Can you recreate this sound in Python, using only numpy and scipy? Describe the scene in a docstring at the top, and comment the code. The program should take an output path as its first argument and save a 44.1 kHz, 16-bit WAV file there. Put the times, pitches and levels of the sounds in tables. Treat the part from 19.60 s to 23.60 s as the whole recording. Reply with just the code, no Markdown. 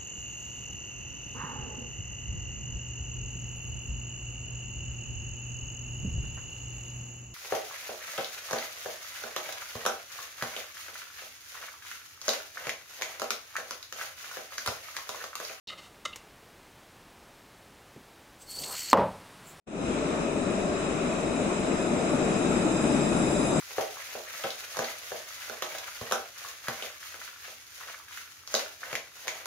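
"""An electric tram passing close

A tram rolls up an echoing stone street beside an arcade, swelling as its leading bogie draws near.
Rough rails make the wheels rumble and rush, the running gear hums and howls, and the traction
inverter sings at and around multiples of its switching rate. A few faint, bright ticks are heard,
and in the second half uneven rail sets the car body thudding."""
import sys
import numpy as np
from scipy import signal
from scipy.fft import rfft, irfft, next_fast_len
from scipy.io import wavfile
from scipy.ndimage import uniform_filter1d, map_coordinates

SR = 44100
rng = np.random.default_rng(int(sys.argv[2]) if len(sys.argv) > 2 else 0)


def unload_audio(sound):
    """Save the sound as a 16-bit wav file, at the path given as the first command line argument."""
    columns = np.transpose(np.atleast_2d(sound))
    # keep every value between -1 and 1, then stretch to whole-number steps
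    steps = np.round(np.clip(columns, -1, 1) * 32767)
    wavfile.write(sys.argv[1], SR, steps.astype(np.int16))


N = 176400
TIME_S = np.arange(N) / SR
SPEED_M_PER_S, DISTANCE_M = 5.5, 4.95  # the tram's speed and closest distance
BOGIE_ABREAST_S, INVERTER_ABREAST_S = 4.11, 4.14  # the inverter sits behind the leading bogie
SWITCH_HZ, SOUND_M_PER_S = 1245, 343

# Rolling rumble of wheels and body. Each row: frequency in Hz, relative spectral level in dB.
RUMBLE_SPECTRUM = [(20, -14.5), (48, -12.5), (72, -10.5), (88, -13.5), (130, -10), (146, -5.5), (190, 0),
                   (260, 1), (340, -0.4), (420, -1.5), (510, -5.5), (610, -2.5), (700, -8), (800, -15.5),
                   (1100, -17.5), (2500, -85)]
# Boom under the floor. Each row: frequency in Hz, relative spectral level in dB.
BOOM_SPECTRUM = [(30, -24), (130, -8.5), (180, 1), (255, -3.5), (320, 1), (480, -11), (720, -12.5),
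                 (850, -10), (1200, -38), (3000, -76)]
# Rush of steel wheels on the rails. Each row: frequency in Hz, relative spectral level in dB.
RUSH_SPECTRUM = [(200, -32), (600, 0.5), (950, -1.5), (1300, 2.5), (1600, -4.5), (2050, -7), (2450, -4.5),
                 (2800, -9), (3200, -13.5), (3900, -14), (4500, -22.5), (6000, -14.5), (9000, -27),
                 (11000, -75)]
# Hum of the running gear. Each row: frequency in Hz, relative level in dB.
HUM_TONES = [(48, -51), (71, -52.5), (188, -52)]
# Course of the gear howl. Each row: time in seconds, level in dB.
HOWL_LEVELS = [(.5, -59), (.95, -33.5), (1.35, -39.5), (1.9, -38.5), (3.1, -42.5), (3.7, -36), (4, -38)]
# Inverter whine. Each row: multiple of the switching rate, relative level in dB.
WHINE_HARMONICS = [(2, -56.5), (6, -61.5)]
# Rough inverter sidebands. Each row: centre in Hz, nominal width in Hz, level abreast in dB,
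# exponent of the falloff with distance.
INVERTER_BANDS = [(2494, 260, -48.5, 0.46), (3400, 240, -58.5, 0.76), (3600, 130, -50.5, 0.6),
                  (3763, 120, -49.5, 0.57), (3872, 180, -50, 0.39), (4994, 260, -47, 0.69),
                  (6220, 180, -49.5, 0.82), (6970, 120, -49, 0.79), (7490, 170, -43, 1),
                  (8040, 150, -65, 0.97), (10140, 230, -48, 1)]
# Hiss of the traction drive. Each row: frequency in Hz, relative spectral level in dB.
HISS_SPECTRUM = [(2500, -55), (4600, -20), (5600, -18.5), (6600, -4), (7300, 6), (8200, 2.5), (8900, -1.5),
                 (9600, -19), (10800, -16), (11400, -66), (12700, -21.5), (15000, -55)]
# Faint, brief ticks. Each row: time of the peak in seconds, level in dB.
FAINT_TICKS = [(.485, -61), (.72, -58), (2.67, -64), (2.91, -55), (3.02, -65), (3.726, -56)]
# Bright colour of the ticks. Each row: frequency in Hz, relative spectral level in dB.
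TICK_SPECTRUM = [(3000, -6), (8000, 1), (12800, -6), (14500, -12)]
# Wheels meeting uneven rail. Each row: time of the peak in seconds, level in dB.
RAIL_BUMPS = [(2.25, -31), (2.52, -29), (3.05, -26), (3.24, -23), (3.32, -28), (3.591, -22.5), (3.93, -26)]
# Resonances of the car body. Each row: centre in Hz, width in Hz, relative level in dB.
BODY_MODES = [(141, 15, -31), (238, 42, 0), (328, 53, -3.5), (630, 48, -33)]
# Likeness of the street's sound at the two ears. Each row: frequency in Hz, correlation coefficient.
EAR_COHERENCE = [(40, 0.91), (200, 0.97), (320, 0.85), (480, 0.5), (680, 0.77), (800, 0.3), (920, 0.16),
                 (2000, 0.017), (12000, 0.021)]
# Stereo balance. Each row: frequency in Hz, left level minus right level in dB.
EAR_BALANCE = [(100, 5), (380, 5.5), (520, 2), (900, 4), (1600, 2.5), (2400, 4), (4200, 0.6), (6800, 0.5),
               (7700, -2), (8600, 1.5), (11000, 0.5)]
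# The opening fade. Each row: time in seconds, gain in dB.
FADE_GAINS = [(0.058, -69), (0.074, -16), (.12, -12), (.18, -7), (.23, -4), (.29, -2)]


def amp(db):
    """Amplitude grows tenfold for every 20 dB."""
    return 10 ** (np.asarray(db) / 20)


def unit(x):
    """Normalisation to an rms of 1."""
    return x / np.sqrt(np.mean(x ** 2) + 1e-20)


def along(points, hz):
    """Interpolation of (Hz, value) points on a logarithmic frequency axis."""
    knots_hz, values = np.transpose(points)
    return np.interp(np.log(hz + 1), np.log(knots_hz + 1), values)


def spectrum(points):
    """A spectral envelope: (Hz, dB) points become gain as a function of frequency."""
    return lambda hz: amp(along(points, hz))


def resonance(hz, centre_hz, width_hz):
    """A Lorentzian peak, width_hz wide at half its height."""
    return 1 / (1 + (2 * (hz - centre_hz) / width_hz) ** 2)


def wobble(knots_per_s):
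    """Smooth random modulation: a spline through Gaussian knots."""
    return map_coordinates(rng.standard_normal(1024), [TIME_S * knots_per_s + 2], mode="wrap")


def filtered(x, response):
    """Linear filtering multiplies the spectrum by a complex frequency response."""
    size = next_fast_len(N + SR // 2)
    return irfft(rfft(x, size) * response(np.fft.rfftfreq(size, 1 / SR)), size)[..., :N]


def street_noise(colour, patchy_db):
    """A diffuse field is coherent only in the bass: stereo noise of rms 1 with drifting gain patches."""
    cells = signal.stft(rng.standard_normal((2, N)), nperseg=512)[2]
    patches = uniform_filter1d(rng.standard_normal(cells.shape[1:]), size=5, axis=0)  # over frequency
    patches = uniform_filter1d(patches, size=14, axis=1)  # over time
    pair = signal.istft(cells * amp(patchy_db * unit(patches)), nperseg=512)[1][:, :N]
    angle = lambda hz: np.arccos(np.clip(along(EAR_COHERENCE, hz), -1, 1)) / 2
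    mid, side = filtered(pair, lambda hz: colour(hz) * [np.cos(angle(hz)), np.sin(angle(hz))])
    return unit(np.array([mid + side, mid - side]))


def approach(db, falloff, abreast_s=BOGIE_ABREAST_S):
    """Spreading loss: gain is db abreast and falls as a power of distance, slowly where echoes carry."""
    ahead_m = SPEED_M_PER_S * (abreast_s - TIME_S)
    return amp(db) * (DISTANCE_M / np.hypot(DISTANCE_M, ahead_m)) ** falloff


def wheel_rumble():
    """Forced vibration: rough rail drives a far-carrying rumble, a near floor boom and a bogie drone."""
    rumble = street_noise(spectrum(RUMBLE_SPECTRUM), patchy_db=0.67)
    boom = street_noise(spectrum(BOOM_SPECTRUM), patchy_db=0.5)
    drone = street_noise(lambda hz: resonance(hz, centre_hz=150, width_hz=21), patchy_db=0.5)
    return (approach(db=-26, falloff=0.14) * rumble
            + approach(db=-28, falloff=1.49, abreast_s=3.2) * boom
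            + approach(db=-32.5, falloff=3.5) * drone)


def rail_rush():
    """Rolling noise arrives as direct plus diffuse sound; the rail roars under the nearest wheels."""
    colour = spectrum(RUSH_SPECTRUM)
    direct_share = 0.2  # of the power
    lag_s = np.array([[0.000455], [0]])  # sound from the right reaches the left ear later
    direct = filtered(rng.standard_normal(N), lambda hz: colour(hz) * np.exp(-2j * np.pi * hz * lag_s))
    diffuse = street_noise(colour, patchy_db=1.26)
    rush = np.sqrt(direct_share) * unit(direct) + np.sqrt(1 - direct_share) * diffuse
    roar = street_noise(lambda hz: resonance(hz, centre_hz=940, width_hz=450) ** 2, patchy_db=0)
    flicker = amp(0.46 * wobble(8.32))
    return (approach(db=-33, falloff=0.24, abreast_s=3.28) * rush * flicker
            + approach(db=-42.5, falloff=1.26, abreast_s=4.1) * roar)


def fading_tone(hz, drift_hz, fades_per_s):
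    """Multipath interference: as echoes shift, a drifting tone fades independently at each ear."""
    phase = 2 * np.pi * np.cumsum(hz + drift_hz * wobble(5)) / SR
    paths = np.array([wobble(fades_per_s) + 1j * wobble(fades_per_s) for ear in range(2)])
    return unit(np.real(paths * np.exp(1j * phase)))


def running_gear():
    """Narrow-band vibration of the gear: an unsteady hum, alike in both ears, and a rough howl."""
    hum = sum(amp(db) * fading_tone(hz, drift_hz=1.605, fades_per_s=7)[0] for hz, db in HUM_TONES)
    howl = street_noise(lambda hz: resonance(hz, centre_hz=617, width_hz=100), patchy_db=-2.5)
    howl_gain = amp(np.interp(TIME_S, *np.transpose(HOWL_LEVELS)))
    return approach(db=1.5, falloff=0.26) * hum + howl_gain * howl


def doppler(x, abreast_s):
    """Doppler effect: a shrinking travel time raises the pitch, which sinks as the source draws level."""
    path_m = np.hypot(DISTANCE_M, SPEED_M_PER_S * (abreast_s - TIME_S))
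    emitted_s = TIME_S - (path_m - path_m.min()) / SOUND_M_PER_S
    return np.array([map_coordinates(ear, [emitted_s * SR], order=5, mode="mirror") for ear in x])


def inverter():
    """Periodic switching gives harmonics of its rate, with rough sidebands and a bright hiss."""
    harmonics = sum(amp(db) * fading_tone(multiple * SWITCH_HZ, drift_hz=10, fades_per_s=28)
                    for multiple, db in WHINE_HARMONICS)
    whine = approach(db=9, falloff=0.36) * harmonics
    for centre_hz, width_hz, db, falloff in INVERTER_BANDS:
        sideband = street_noise(lambda hz: resonance(hz, centre_hz, width_hz) ** 2, patchy_db=1.2)
        whine += approach(db, falloff, INVERTER_ABREAST_S) * sideband
    hiss = street_noise(spectrum(HISS_SPECTRUM), patchy_db=2.1)
    flicker = amp(0.29 * wobble(24.6))
    hiss_gain = approach(db=-39, falloff=0.7, abreast_s=INVERTER_ABREAST_S) * flicker
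    return doppler(whine, INVERTER_ABREAST_S) + hiss_gain * hiss


def bursts(events, attack_s, t60_s):
    """Damped decay: each (s, dB) event rises linearly to its peak, then loses 60 dB in t60_s."""
    envelope = np.zeros(N)
    for peak_s, db in events:
        age_s = TIME_S - peak_s
        rise = np.clip(1 + age_s / attack_s, 0, 1)
        envelope += rise * amp(db - 60 * np.maximum(age_s, 0) / t60_s)
    return envelope


def ticks():
    """Amplitude modulation: short envelopes shape bright broadband noise into faint ticks."""
    bright_noise = street_noise(spectrum(TICK_SPECTRUM), patchy_db=2)
    return bursts(FAINT_TICKS, attack_s=0.025, t60_s=0.22) * bright_noise


def thuds():
    """Impact excitation: each bump in the rail briefly shakes the car body's resonances."""
    body = lambda hz: sum(amp(db) * resonance(hz, centre, width) for centre, width, db in BODY_MODES)
    return bursts(RAIL_BUMPS, attack_s=0.012, t60_s=0.53) * street_noise(body, patchy_db=2)


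def scene():
    """Superposition of all the sources, a little louder on the left at most frequencies."""
    mix = wheel_rumble() + rail_rush() + thuds() + running_gear() + inverter() + ticks()
    ear_split = np.array([[0.5], [-0.5]])
    return filtered(mix, lambda hz: amp(along(EAR_BALANCE, hz) * ear_split))


def record(dry):
    """Band limiting: the recorder fades in and passes nothing above its cutoff."""
    cutoff_hz = 15300
    fade = amp(np.interp(TIME_S, *np.transpose(FADE_GAINS)))
    return filtered(dry * fade, lambda hz: hz < cutoff_hz)


dry = scene()
out = record(dry)
unload_audio(out)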